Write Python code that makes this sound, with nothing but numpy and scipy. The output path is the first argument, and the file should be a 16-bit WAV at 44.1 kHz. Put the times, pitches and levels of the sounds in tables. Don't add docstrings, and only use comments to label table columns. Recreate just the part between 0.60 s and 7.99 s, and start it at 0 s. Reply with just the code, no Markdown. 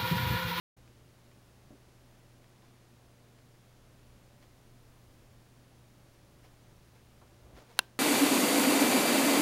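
import sys
import numpy as np
from scipy import signal
from scipy.fft import rfft, irfft
from scipy.io import wavfile
from scipy.ndimage import uniform_filter1d

SR = 44100
rng = np.random.default_rng(int(sys.argv[2]) if len(sys.argv) > 2 else 0)


def to_wav(sig):
    pcm = np.clip(np.atleast_2d(sig), -1, 1) * 32767
    pcm = np.round(pcm).astype(np.int16)
    wavfile.write(sys.argv[1], SR, pcm.T)


N = 325899
TIME = np.arange(N) / SR
FREQ = np.maximum(np.fft.rfftfreq(N, 1 / SR), 1)


# pitch in Hz, relative level in dB, t60 in seconds.
CASE_MODES = [(239, -46, 0.06), (493, -17, 0.0076), (740, -11, .0069), (1030, -30.5, 0.022),
              (1698, -6.5, .0043), (1525.6, -8.5, 0.0097), (1963, -32.5, 0.024), (2300, -45, .022),
              (2700, -22.5, 0.025), (3170, -13.5, 0.011), (3724, -16, .0084), (4100, -10.5, 0.0076),
              (5050, -22, 0.0092), (5860, -20.1, 0.0048), (6750, -26.1, 0.0057), (7370, -25.5, 0.0082),
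              (8346, -23, 0.00647), (9711, -15.1, 0.00373), (10780, -10.1, 0.00344), (12812, -28, .0034),
              (13585, -25.6, .0042), (15600, -21, .002), (1570, -63, 0.56), (6130, -45, 0.026)]
# frequency in Hz, relative level in dB.
ECHO_COLOUR = [(150, -8), (400, 7), (1500, -3.5), (3800, -7), (7000, -17), (15000, -19)]

def knock(start_s=7.19064, rebound_s=.00081, rebound_db=-3.5, rebound_top_hz=3670,
          echo_db=-52.5, echo_t60_s=.32):
    t = np.maximum(TIME - start_s, 0)
    after = t[t > 0]
    case = np.zeros(N)
    for k, (hz, db, t60) in enumerate(CASE_MODES):
        case[t > 0] += (-1) ** k * undb(db - 60 * after / t60) * np.sin(2 * np.pi * hz * after)
    case = signal.sosfilt(signal.butter(2, 170, "high", fs=SR, output="sos"), case)
    dulling = np.exp(-(FREQ / rebound_top_hz) ** 2)
    delay = np.exp(-2j * np.pi * FREQ * rebound_s)
    rebound = undb(rebound_db) * dulling * delay
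    tail = undb(echo_db - 60 * t / echo_t60_s) * (1 - np.exp(-t / .0028))
    echo = tail * noise(colour(ECHO_COLOUR))
    return irfft(rfft(case) * (1 + rebound), N) + echo


# landing time in seconds, thud level in dB, centre of the thud in Hz.
PAW_STEPS = [(1.107, -54.5, 295), (1.139, -60.5, 280), (2.03, -64, 700), (6.617, -59.5, 850),
             (6.973, -58, 430), (7.015, -61, 560), (7.102, -61.5, 650)]
# pitch in Hz, relative level in dB, t60 in seconds.
FLOOR_MODES = [(225, 0, .16), (280, 0.5, .18), (387, -1, .12), (600, 3.5, .07)]

def steps(octaves=.7, full_ring_db=-55.5):
    out = np.zeros(N)
    for land_s, db, centre_hz in PAW_STEPS:
        thud = swell(land_s, rise_s=.0016, decay_s=.026) * band(centre_hz, octaves)
        ringing = (TIME > land_s) & (TIME < land_s + .5)
        t = TIME[ringing] - land_s
        floor = np.zeros(N)
        for hz, mode_db, t60 in FLOOR_MODES:
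            drive = undb(db - full_ring_db) * bell(hz, centre_hz, octaves)
            floor[ringing] += drive * undb(mode_db - 60 * t / t60) * np.sin(2 * np.pi * hz * t)
        out += undb(db) * (thud + floor)
    return out


def leap(push_s=6.865, flex_db=-57, drag_db=-62.5):
    push = swell(push_s, rise_s=.035, decay_s=.03, hold_s=.105)
    flex = undb(flex_db) * band(hz=54.7, octaves=.46)
    drag = undb(drag_db) * band(hz=330, octaves=1.0)
    return push * (flex + drag)


# peak time in seconds, level in dB, decay in seconds.
CARPET_SCUFFS = [(2.06, -68, .05), (3.829, -60.5, .018), (5.55, -68, .03), (5.85, -62.5, 0.03),
                 (6.365, -64.5, .026), (6.985, -57.5, 0.057), (7.12, -61.5, .058), (7.177, -57.5, .011)]
# frequency in Hz, relative level in dB.
CARPET_COLOUR = [(150, -12), (500, 6.5), (1200, -2), (2500, -4), (5000, -9.5), (9000, -17), (15000, -23)]

def scuffs(grain_db=2.0, rise_share=.57):
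    pressure = sum(undb(db) * swell(peak_s, rise_share * decay_s, decay_s)
                   for peak_s, db, decay_s in CARPET_SCUFFS)
    catches = uniform_filter1d(rng.standard_normal(N), size=90)
    grain = undb(grain_db * catches / np.std(catches))
    grain /= np.std(grain * rng.standard_normal(N))
    return pressure * grain * noise(colour(CARPET_COLOUR))


# peak time in seconds, level in dB.
THREAD_TICKS = [(.277, -59.5), (.715, -60), (1.843, -59.5), (1.961, -65), (2.021, -63), (2.788, -61),
                (3.827, -58.5), (3.84, -59), (6.986, -58)]

def ticks():
    snaps = sum(undb(db) * swell(peak_s, rise_s=.0006, decay_s=.0031) for peak_s, db in THREAD_TICKS)
    return snaps * band(hz=1750, octaves=.89)


# pitch in Hz, level in dB.
MOTOR_LINES = [(29.4, -72), (65.6, -72.5), (93.7, -77.5), (140.5, -78), (238, -83), (246, -82.5),
               (338, -82.5), (360.7, -83.5), (580, -81)]

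def appliance_hum(mains_hz=120.15, mains_db=-63.6):
    motor = sum(undb(db) * wavering_tone(hz, waver=1.2) for hz, db in MOTOR_LINES)
    mains = undb(mains_db) * wavering_tone(mains_hz, waver=.13)
    return mains + motor


# frequency in Hz, relative level in dB.
AIR_COLOUR = [(90, -30), (150, -2), (185, 0), (280, -1.5), (400, -5), (620, -7), (900, -10.5),
              (1400, -13.5), (2600, -17), (5000, -20), (7000, -22), (10500, -24.5), (13000, -27.5),
              (15500, -33)]
# frequency in Hz, relative level in dB.
RUMBLE_COLOUR = [(8, -3.5), (20, 2.5), (45, -2), (100, -1), (170, -7.5), (300, -36)]

def room_tone(air_db=-63.5, rumble_db=-67, hiss_top_hz=15850):
    air = noise(colour(AIR_COLOUR) * (FREQ < hiss_top_hz)) * undb(air_db + .135 * drift(per_s=3.12))
    rumble = noise(colour(RUMBLE_COLOUR)) * undb(rumble_db + 1.1 * drift(per_s=1.98))
    return air + rumble


# pitch in Hz, level in dB.
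WHINE_TONES = [(7935, -91), (15735, -91)]

def camera_whine():
    return sum(undb(db) * np.sqrt(2) * np.sin(2 * np.pi * hz * TIME) for hz, db in WHINE_TONES)


def undb(db):
    return 10 ** (np.asarray(db) / 20)


def noise(gain):
    shaped = irfft(rfft(rng.standard_normal(N)) * gain, N)
    return shaped / np.std(shaped)


def colour(points):
    hz, db = np.transpose(points)
    return undb(np.interp(np.log(FREQ), np.log(hz), db))


def bell(hz, centre_hz, octaves):
    return np.exp(-.5 * (np.log2(hz / centre_hz) / octaves) ** 2)


def band(hz, octaves):
    return noise(bell(FREQ, hz, octaves))


def swell(peak_s, rise_s, decay_s, hold_s=0):
    t = TIME - peak_s
    return np.exp(-np.where(t < 0, (t / rise_s) ** 2, np.maximum(t - hold_s, 0) / decay_s))


def drift(per_s):
    path = np.interp(TIME * per_s, np.arange(256), rng.standard_normal(256))
    return uniform_filter1d(path, int(SR / per_s) // 2) * np.sqrt(2)


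def wavering_tone(hz, waver, per_s=4.0):
    phase = 2 * np.pi * (hz * TIME + rng.random())
    tone = (np.sqrt(2) + waver * drift(per_s)) * np.sin(phase)
    tone += waver * drift(per_s) * np.cos(phase)
    return tone / np.std(tone)


def scene():
    background = room_tone() + appliance_hum()
    kitten = scuffs() + ticks() + steps() + leap()
    return (knock() + kitten + background)[None]


def record(dry, notch_hz=7930, notch_width_hz=450, on_s=.165, top_hz=16400):
    notched = signal.lfilter(*signal.iirnotch(notch_hz, notch_hz / notch_width_hz, fs=SR), dry)
    fade_in = np.clip((TIME - on_s) / .007, 0, 1)
    live = (notched + camera_whine()) * fade_in
    return signal.sosfilt(signal.ellip(8, .2, 70, top_hz, fs=SR, output="sos"), live)


dry = scene()
out = record(dry)
to_wav(out)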